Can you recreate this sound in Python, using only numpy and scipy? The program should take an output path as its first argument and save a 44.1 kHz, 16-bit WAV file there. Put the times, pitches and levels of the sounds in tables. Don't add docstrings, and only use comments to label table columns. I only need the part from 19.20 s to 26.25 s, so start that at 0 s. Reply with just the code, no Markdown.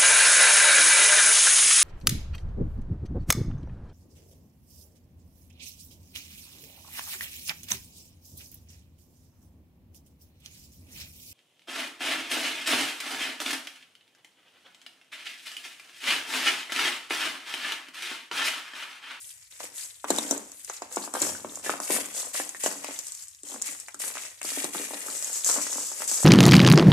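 import sys
import numpy as np
from scipy import signal
from scipy.fft import rfft, irfft
from scipy.io import wavfile

SR = 44100
rng = np.random.default_rng(int(sys.argv[2]) if len(sys.argv) > 2 else 0)


def store_pcm(level_fs):
    pcm = np.round(np.clip(level_fs, -1, 1) * 32767).astype(np.int16)
    wavfile.write(sys.argv[1], SR, np.atleast_2d(pcm).T)


N = 310772


def amp(db):
    return 10 ** (np.asarray(db) / 20)


def unit(x):
    return x / np.sqrt(np.mean(x ** 2))


def add(out, s, sound):
    start = max(int(s * SR), 0)
    part = out[:, start:start + sound.shape[-1]]
    part += sound[..., :part.shape[-1]]


def convolve(x, response):
    return signal.fftconvolve(x, np.atleast_2d(response), axes=-1)[:, :x.shape[-1]]


def colour(x, points, size=2048):
    hz, db = np.transpose(points)
    bins_hz = np.fft.rfftfreq(size, 1 / SR) + 1
    log_gain = np.log(amp(np.interp(np.log(bins_hz), np.log(hz), db)))
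    cepstrum = irfft(log_gain)
    cepstrum[1:size // 2] *= 2
    cepstrum[size // 2 + 1:] = 0
    response = irfft(np.exp(rfft(cepstrum)))
    return convolve(x, response / np.linalg.norm(response))


def stereo_noise(count, width):
    mid, side = rng.standard_normal((2, count))
    return np.array([mid + width * side, mid - width * side]) / np.sqrt(1 + width ** 2)


def nearer_right(x):
    return np.array([np.roll(x[0], 4), x[1]])


def grains(rate, spread_db, lag_samples, size=60000):
    gap, strength = rng.exponential(size=(2, size))
    lag = rng.standard_normal(size) * lag_samples
    at = np.cumsum(gap) * SR / rate
    gain = amp(spread_db * np.minimum(strength, 4)) * rng.choice([-1, 1], size)
    places = np.clip([at - lag / 2, at + lag / 2], 0, N).astype(int)
    return unit(np.array([np.bincount(p, gain, N + 1)[:N] for p in places]))


def grip(t, start, attack, hold, release_s, tail_s, tail_db):
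    eased = np.maximum(t - start - attack - hold, 0)
    tail = min(amp(tail_db), 1)
    build = np.clip((t - start) / attack, 0, 1)
    return build * ((1 - tail) * np.exp(-eased / release_s) + tail * np.exp(-eased / tail_s))


RELEASE_S, TRICKLE_S, TRICKLE_DB = 0.034, 0.33, -12.5
FALL_DELAY_S, FALL_RELEASE_S, STRAGGLE_S, STRAGGLE_DB = 0.0039, 0.08, 0.069, -16
CRUNCH_RELEASE_S, CRUNCH_TAIL_S, CRUNCH_TAIL_DB = 0.026, 0.16, -7.5
# (start t/s, attack t/s, hold t/s,
# sand hiss level/dB, coarse crunch level/dB, falling crumbs level/dB, fineness of the sand level/dB)
FINGER_SQUEEZES = [(0.0, 0.0012, 0.11, -42.5, -59, -72, 4), (0.148, 0.012, 0.082, -51, -59.5, -95, -6),
                   (0.301, .01, 0.069, -46, -52, -66, -1), (0.387, 0.016, 0.042, -40, -43.5, -46.5, 1),
                   (0.528, 0.048, 0.074, -34, -48, -60.5, -1.5),
                   (0.866, 0.023, 0.16, -32.5, -41.5, -38.5, -5),
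                   (1.059, 0.029, 0.051, -34, -51, -36, -10.5), (1.296, 0.048, 0.18, -51.5, -57.5, -99, 25),
                   (1.474, 0.0064, 0.091, -41.5, -47.5, -53, -7),
                   (1.617, 0.024, 0.083, -53, -55, -48.5, -11), (1.703, 0.026, 0.12, -35, -52.5, -44.5, -6),
                   (1.942, 0.0076, 0.14, -34.5, -41.5, -39, 5),
                   (1.992, 0.037, 0.068, -27.5, -60, -41.5, -8.5),
                   (2.01, 0.0018, 0.007, -35, -38.5, -37, -6), (2.262, 0.068, 0.059, -41.5, -79, -47, -9),
                   (2.423, 0.026, 0.062, -33, -36.5, -36.5, 1.5),
                   (2.603, 0.024, 0.023, -29, -45.5, -42.5, -3),
                   (2.657, 0.058, 0.041, -31.5, -30, -32.5, 21.5),
                   (2.916, 0.056, 0.034, -27, -44, -38.5, -8), (3.131, 0.0082, 0.07, -29, -37, -41, 1.5),
                   (3.392, 0.0095, 0.028, -34.5, -42, -56, 5), (3.431, 0.0065, 0.011, -23, -36, -32.5, -7),
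                   (3.573, 0.082, 0.056, -44, -42, -42, -2), (3.705, 0.027, 0.3, -40.5, -56.5, -89, -5.5),
                   (4.234, 0.055, 0.056, -35, -52, -42.5, -8.5),
                   (4.425, 0.035, 0.062, -32, -42.5, -50.5, -4.5),
                   (4.789, 0.012, 0.077, -31, -43, -45, 2.5),
                   (4.932, 0.0068, 0.13, -38, -42.5, -54.5, -6.5),
                   (5.234, 0.0064, 0.2, -30.5, -38.5, -43, 1.5),
                   (5.514, 0.031, 0.1, -30.5, -37, -41.5, -0.5), (5.674, 0.019, 0.14, -38, -43, -44.5, 5),
                   (5.845, 0.02, 0.043, -31.5, -51, -39.5, -3),
                   (5.893, 0.058, 0.14, -29.5, -46.5, -45.5, -7),
                   (6.11, 0.032, 0.042, -27.5, -48, -45, -9.5),
                   (6.233, 0.031, 0.058, -20, -60, -32.5, -11.5),
                   (6.3, 0.012, 0.16, -31.5, -42.5, -45, -13.5),
                   (6.487, 0.02, 0.19, -30, -60, -47.5, -10.5), (6.67, 0.13, 0.04, -31, -45, -42.5, -3),
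                   (6.872, 0.007, 0.098, -24, -61, -41, -11.5), (6.983, 0.046, .05, -24, -51, -41, -9)]


def hands(count=7000):
    t = np.linspace(0, N / SR, count)
    hiss, crunch, fall, fine = np.full((4, count), 1e-12)
    for start, attack, hold, hiss_db, crunch_db, fall_db, fine_db in FINGER_SQUEEZES:
        grind = grip(t, start, attack, hold, RELEASE_S, TRICKLE_S, TRICKLE_DB)
        shower = grip(t - FALL_DELAY_S, start, attack, hold, FALL_RELEASE_S, STRAGGLE_S, STRAGGLE_DB)
        coarse = grip(t, start, attack, hold, CRUNCH_RELEASE_S, CRUNCH_TAIL_S, CRUNCH_TAIL_DB)
        power = (amp(hiss_db) * grind) ** 2
        hiss += power
        fine += power * fine_db
        crunch += (amp(crunch_db) * coarse) ** 2
        fall += (amp(fall_db) * shower) ** 2
    levels_db = 10 * np.log10([hiss, crunch, fall])
    every_sample = np.arange(N) / SR
    return [np.interp(every_sample, t, curve) for curve in (*levels_db, fine / hiss)]


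def slips(rate, depth_db, relax_s):
    jumps = (rng.random(N) < rate / SR) * rng.exponential(size=N)
    strain = signal.lfilter([1], [1, -np.exp(-1 / (relax_s * SR))], jumps)
    return unit(amp(depth_db * np.minimum(strain, 2)))


def ticks(count=2000):
    out, t = np.zeros((2, N)), np.arange(128) / SR
    for when, size, pitch, place, lag in rng.random((count, 5)):
        hz = 2200 + 8300 * np.sqrt(pitch)
        phase = np.array([[0], [np.pi * (lag - .5)]])
        ring = np.sin(2 * np.pi * hz * t + phase) * np.exp(-t * hz / 2)
        balance = np.sqrt(hz * np.array([[place], [1 - place]]))
        add(out, when * N / SR, amp(14 * size ** 2) * balance * ring)
    return unit(signal.lfilter(*signal.butter(2, 1800, "high", fs=SR), out))


# (f/Hz, level/dB)
SAND_TONE = [(80, -63), (300, -45.5), (1100, -14), (1800, -17.5), (3500, -18), (5000, -8), (6500, 0.5),
             (7800, 2.5), (9500, -7), (12000, -7.5), (14500, -12)]
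POWDER_TONE = [(200, -58.5), (900, -29), (2000, -18.5), (6000, -15), (8800, 0.5), (10500, 0.5), (12500, -4),
               (14500, -8)]
CRUNCH_TONE = [(60, -52.5), (200, -22.5), (600, -7.5), (1200, -4.5), (1900, 9), (2700, 6.5), (4200, -0.5),
               (7000, 6.5), (14000, -43)]


def grinding(hiss_db, crunch_db, fine_db):
    sand_grains = grains(rate=4500, spread_db=2.8, lag_samples=1.6)
    powder_grains = grains(rate=8000, spread_db=2.2, lag_samples=2.2)
    coarse_grains = grains(rate=600, spread_db=3.4, lag_samples=4)
    sand = colour(sand_grains, SAND_TONE) * amp(hiss_db - 0.58 * fine_db - 10.5)
    powder = colour(powder_grains, POWDER_TONE) * amp(hiss_db + 0.61 * fine_db - 3.5)
    crunch = nearer_right(colour(coarse_grains, CRUNCH_TONE)) * amp(crunch_db - 2.5)
    slipping = slips(rate=120, depth_db=1.7, relax_s=.003) * slips(rate=28, depth_db=2.4, relax_s=.012)
    pops = ticks() * amp(.85 * hiss_db - 16.5)
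    return (sand + powder + crunch) * slipping + pops


# (t/s, level/dB before a shared gain, ring of the broken piece f/Hz)
LUMP_SNAPS = [(0.315, -45, 6160), (0.844, -34, 2130), (0.903, -18.5, 4070), (0.9058, -19, 7450),
              (0.962, -25, 8900), (0.975, -30, 7600), (0.985, -17.5, 3720), (1.1102, -22, 6300),
              (1.1099, -15, 7700), (1.123, -29, 7600), (1.178, -26.5, 7630), (1.318, -32.5, 7240),
              (1.4472, -29, 9300), (1.498, -29, 6310), (1.566, -35.5, 5260), (1.6205, -33, 5150),
              (1.725, -29.5, 7430), (1.760, -24, 7900), (1.9385, -23, 8880), (1.953, -30, 4000),
              (1.956, -30, 7400), (2.002, -27, 6760), (2.0182, -17.5, 6900), (2.024, -22, 7300),
              (2.356, -28.5, 7300), (2.4955, -35.5, 7300), (2.602, -26.5, 9600), (2.858, -29, 7700),
              (3.154, -32, 2180), (3.292, -26, 10140), (3.4366, -22.5, 8260), (3.461, -21, 2960),
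              (3.525, -28.5, 7600), (3.645, -27.5, 2540), (3.7895, -21.5, 7320), (3.869, -30, 7900),
              (3.883, -31.5, 8700), (3.9206, -30, 8000), (3.95, -32, 7500), (4.023, -35, 6950),
              (4.083, -36.5, 7830), (4.148, -42, 5700), (4.2335, -35, 7800), (4.4168, -26, 7200),
              (4.4215, -21, 7400), (4.6, -30.5, 7940), (4.684, -34, 2170), (4.744, -30.5, 6700),
              (4.799, -31.5, 11000), (4.955, -33.5, 5500), (5.216, -29, 2540), (5.23, -28.5, 8400),
              (5.252, -28, 4600), (5.443, -23, 8500), (5.444, -26.5, 4250), (5.743, -33.5, 4000),
              (5.806, -30.5, 9050), (6.025, -24.5, 7500), (6.045, -23.5, 6700), (6.13, -25, 7700),
              (6.246, -18.5, 6070), (6.298, -17, 7300), (6.43, -27, 7500), (6.53, -23, 7150),
              (6.666, -35, 7250), (6.82, -27, 2280), (6.8785, -27, 6100), (6.914, -19, 7630)]
# (f/Hz, level/dB)
FRACTURE_TONE = [(50, -44), (200, -10), (1000, -5.5), (2500, -10.5), (3700, -5.5), (4800, 0), (7200, 13),
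                 (9500, 5.5), (14500, -0.5)]


def fractures(crack_s=0.00047, growth=0.2, crumble_db=-21, crumble_s=0.0028, strain_db=-22, strain_s=0.0035):
    out, t = np.zeros((2, N)), np.arange(-512, 2048) / SR
    age = np.maximum(t, 0)
    before = amp(strain_db) * np.exp(t / strain_s)
    after = amp(crumble_db) * np.exp(-age / crumble_s)
    loose = np.where(t < 0, before, after)
    typical_db = np.mean([db for _, db, _ in LUMP_SNAPS])
    for s, db, hz in LUMP_SNAPS:
        run = age / (crack_s * amp(growth * (db - typical_db)))
        crack = run * np.exp(1 - run)
        split = colour(stereo_noise(len(t), width=0.91), FRACTURE_TONE) * crack
        split *= np.linalg.norm(crack) / np.linalg.norm(split, axis=1, keepdims=True)
        debris = unit(colour(stereo_noise(len(t), width=0.84) ** 3, FRACTURE_TONE)) * loose
        ring = .75 * np.sin(2 * np.pi * hz * t) * crack
        add(out, s + t[0], amp(db + 1.5) * (split + debris + ring))
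    return out


# (t/s, level/dB, ring f/Hz)
LUMP_CLACKS = [(2.151, -32.5, 1510), (2.462, -23.5, 1730), (2.495, -16.5, 1280), (3.2, -27, 1760),
               (3.3475, -31.5, 1850), (3.461, -24.5, 1700), (4.745, -36, 1340), (5.885, -34, 1320),
               (6.821, -31.5, 1906)]


def clacks(decay_s=0.004, overtone=1.114, overtone_db=-5):
    out, t = np.zeros((2, N)), np.arange(2048) / SR
    for s, db, hz in LUMP_CLACKS:
        ring = np.sin(2 * np.pi * hz * t) + amp(overtone_db) * np.sin(2 * np.pi * hz * overtone * t)
        add(out, s, amp(db) * ring * np.exp(-t / decay_s))
    return signal.lfilter(*signal.butter(2, 600, "high", fs=SR), out)


def knock(hz):
    turn = np.pi * (np.arange(SR // 50) / SR * hz - 1)
    return (1 - 2 * turn ** 2) * np.exp(-turn ** 2)


# (t/s, knock level/dB, knock f/Hz, thud of the whole sheet level/dB)
PIECE_LANDINGS = [(0.405, -22, 796, -66), (0.442, -25.5, 610, -56), (0.8437, -11.5, 940, -49),
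                  (0.905, -4, 600, -26), (0.986, -12, 640, -35.5), (1.05, -27, 420, -42),
                  (1.1112, -12.5, 524, -32.5), (1.126, -14.5, 595, -46), (1.176, -24, 570, -50),
                  (1.499, -16, 1040, -75), (1.621, -15.5, 755, -52), (1.771, -8, 710, -36),
                  (1.8397, -23.5, 900, -55), (1.877, -20.5, 810, -49), (1.940, -16.5, 840, -42),
                  (1.952, -11, 830, -49), (1.957, -14.5, 1060, -67), (1.9694, -14, 690, -66),
                  (2.0191, -17, 460, -33), (2.0312, -17, 1010, -52), (2.068, -18, 840, -55),
                  (2.137, -31, 450, -55), (2.2473, -16.5, 726, -39), (2.374, -26, 790, -58),
                  (2.4624, -17.5, 1100, -43), (2.496, -11, 600, -37.5), (2.539, -13.5, 1010, -52),
                  (2.602, -15, 880, -46), (2.703, -11, 565, -31), (2.721, -27, 700, -39.5),
                  (2.743, -21, 700, -63), (2.766, -20, 1100, -59), (2.787, -17, 615, -43.5),
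                  (2.811, -25, 596, -49), (3.0508, -29.5, 790, -58), (3.153, -17, 1410, -80),
                  (3.200, -15, 650, -45), (3.348, -25.5, 900, -56), (3.44, -18, 577, -51),
                  (3.4623, -9, 540, -42), (3.557, -27.5, 805, -48), (3.645, -18.5, 796, -61),
                  (3.688, -21, 573, -49.5), (4.236, -39, 395, -56), (4.301, -36, 900, -55),
                  (4.322, -29, 800, -55), (4.3441, -25, 865, -45.5), (4.488, -25, 1570, -54),
                  (4.55, -31, 1600, -76), (4.6845, -24.5, 1460, -76), (4.745, -40, 500, -54),
                  (4.840, -19, 1440, -56), (4.904, -27, 1190, -78), (4.955, -21, 1130, -55),
                  (4.971, -16.5, 1420, -81), (5.051, -26.5, 1670, -81), (5.215, -19, 1880, -64),
                  (5.248, -23.5, 810, -45.5), (5.319, -27, 880, -60), (5.368, -35, 794, -59),
                  (5.375, -19.5, 490, -44), (5.443, -17.5, 530, -36), (5.4514, -20, 800, -60),
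                  (5.5492, -17, 870, -42), (5.555, -18.5, 945, -41), (5.599, -22, 420, -41),
                  (5.7092, -21, 690, -51), (5.7356, -19.5, 665, -52), (5.742, -23.5, 710, -50),
                  (5.8851, -27, 1210, -46), (6.292, -15.5, 900, -62), (6.299, -14, 1100, -67),
                  (6.3635, -17.5, 900, -63), (6.377, -20.5, 604, -41.5), (6.386, -20, 1040, -73),
                  (6.468, -18.5, 1230, -58), (6.527, -23, 1110, -62), (6.557, -21.5, 970, -48),
                  (6.5835, -18, 765, -51), (6.718, -24, 900, -56), (6.8207, -16, 1060, -54),
                  (6.916, -23.5, 810, -49), (7.032, -16, 685, -73)]
# (f/Hz, level/dB)
CARDBOARD_TONE = [(60, -28.5), (150, -24.5), (240, -13.5), (500, 0.5), (900, -5.5), (1500, -7), (2200, -15),
                  (4000, -20), (12000, -101)]


def landings(bounce_db=-17, scatter_s=0.0073, scatter_db=-20):
    knocks, grit = np.zeros((2, 2, N))
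    t = np.arange(4096) / SR
    for s, db, hz, _ in PIECE_LANDINGS:
        delay, pitch = rng.random(2)
        add(knocks, s - 1 / hz, amp(db - 4.0) * knock(hz))
        add(knocks, s + 0.00504 * delay, amp(db + bounce_db) * knock(hz * (.8 + pitch)))
        add(grit, s, amp(db + scatter_db) * np.exp(-t / scatter_s) * stereo_noise(len(t), width=0.7))
    knocks = signal.lfilter(*signal.butter(3, 200, "high", fs=SR), knocks)
    return knocks + colour(grit, CARDBOARD_TONE)


def crumbs(fall_db):
    return colour(grains(rate=330, spread_db=4.5, lag_samples=8.7), CARDBOARD_TONE) * amp(fall_db - 6.0)


# (f/Hz, level/dB)
THUD_TONE = [(60, -44.5), (150, -20), (200, -6), (290, -2.5), (420, -3), (650, -17.5), (1500, -25),
             (6000, -92)]


def thuds(sheet_hz=270, sheet_db=14.5, flutter_s=0.057, flutter_db=-4.5):
    flex, flutter = np.zeros((2, 2, N))
    t = np.arange(SR // 4) / SR
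    swing = (1 - np.exp(-t / .0015)) * np.exp(-t / .0045)
    for s, _, _, db in PIECE_LANDINGS:
        hz = sheet_hz * (1 + .3 * rng.random())
        add(flex, s, amp(db + sheet_db) * np.cos(2 * np.pi * hz * t) * swing)
        add(flutter, s, amp(db + flutter_db) * np.exp(-t / flutter_s) * stereo_noise(len(t), width=0.32))
    flex = signal.lfilter(*signal.butter(4, 210, "high", fs=SR), flex)
    return flex + colour(flutter, THUD_TONE)


# (f/Hz, time to fall by 60 dB t/s, level/dB)
BASIN_MODES = [(198, .3, -60), (236, .3, -63), (287, .15, -56), (301, .22, -53), (620, .2, -58),
               (720, .16, -61), (1180, .18, -64)]


def basin(falls):
    t = np.arange(SR) / SR
    ring = 0
    for hz, t60, db in BASIN_MODES:
        ring = ring + amp(db) * np.sin(2 * np.pi * hz * t) * np.exp(-np.log(1000) * t / t60)
    return convolve(falls, ring)


# (t/s, level/dB)
BASIN_BOOMS = [(2.019, -47.5), (2.101, -59), (2.719, -60)]
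# (f/Hz, level/dB)
RUMBLE_TONE = [(40, -37), (70, -12), (87, -3.5), (110, -9), (170, -9), (300, -6), (2000, -70)]


def rumble(decay_s=0.2):
    out, t = np.zeros((2, N)), np.arange(SR) / SR
    for s, db in BASIN_BOOMS:
        add(out, s, amp(db) * np.exp(-t / decay_s) * stereo_noise(len(t), width=0.19))
    return colour(out, RUMBLE_TONE)


# (band centre f/Hz, time to fall by 60 dB t/s, level/dB)
ROOM_BANDS = [(247, 0.53, -10.5), (520, 0.28, -25.5), (986, 0.48, -6), (2190, 0.11, -2.5),
              (4260, 0.04, -0.5), (8930, 0.06, -8.5)]


def reflections(delay_s=0.0019):
    t, tail = np.arange(SR // 2) / SR, 0
    for hz, t60, db in ROOM_BANDS:
        octave = signal.butter(2, [hz / np.sqrt(2), hz * np.sqrt(2)], "band", fs=SR, output="sos")
        fade = np.exp(-np.log(1000) * t / t60) * (t > delay_s)
        noise = signal.sosfilt(octave, stereo_noise(len(t), width=min(hz / 1200, 1)))
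        tail = tail + amp(db) * noise * fade / np.linalg.norm(fade)
    return tail


def room(x, count=24):
    out, hop = np.zeros((2, N)), N // count + 1
    for centre in range(0, N + hop, hop):
        span = np.arange(max(centre - hop, 0), min(centre + hop, N))
        part = x[:, span] * np.cos(np.pi / 2 * (span - centre) / hop)
        add(out, span[0] / SR, signal.fftconvolve(part, reflections(), axes=-1))
    return out


# (f/Hz, level/dB)
BACKGROUND_TONE = [(25, -8), (55, 8), (85, 10.5), (125, 11), (300, -29.5), (1000, -39), (4000, -5.5),
                   (14000, -11.5)]


def room_tone():
    return amp(-69) * colour(stereo_noise(N, width=0.28), BACKGROUND_TONE)


def scene():
    hiss_db, crunch_db, fall_db, fine_db = hands()
    falls = nearer_right(landings() + thuds() + crumbs(fall_db))
    crushing = grinding(hiss_db, crunch_db, fine_db) + fractures() + nearer_right(clacks())
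    near = crushing + falls + basin(falls) + rumble()
    return near + room(near) + room_tone()


TOP_HZ = 14400
# (resonance f/Hz, width f/Hz, resonance level/dB, treble shelf level/dB, gain level/dB)
MIC_PORTS = [(7980, 1110, 1.5, -3.5, -0.26), (6960, 950, 2, -30, -1.94)]


def record(dry):
    out = []
    for x, (hz, width_hz, ring_db, shelf_db, gain_db) in zip(dry, MIC_PORTS):
        treble = signal.lfilter(*signal.butter(1, 9000, "high", fs=SR), x)
        x = x + (amp(shelf_db) - 1) * treble
        ring = signal.lfilter(*signal.iirpeak(hz, hz / width_hz, fs=SR), x)
        out.append(amp(gain_db) * (x + amp(ring_db) * ring))
    return signal.sosfilt(signal.ellip(10, .2, 70, TOP_HZ, fs=SR, output="sos"), out)


dry = scene()
out = record(dry)
store_pcm(out)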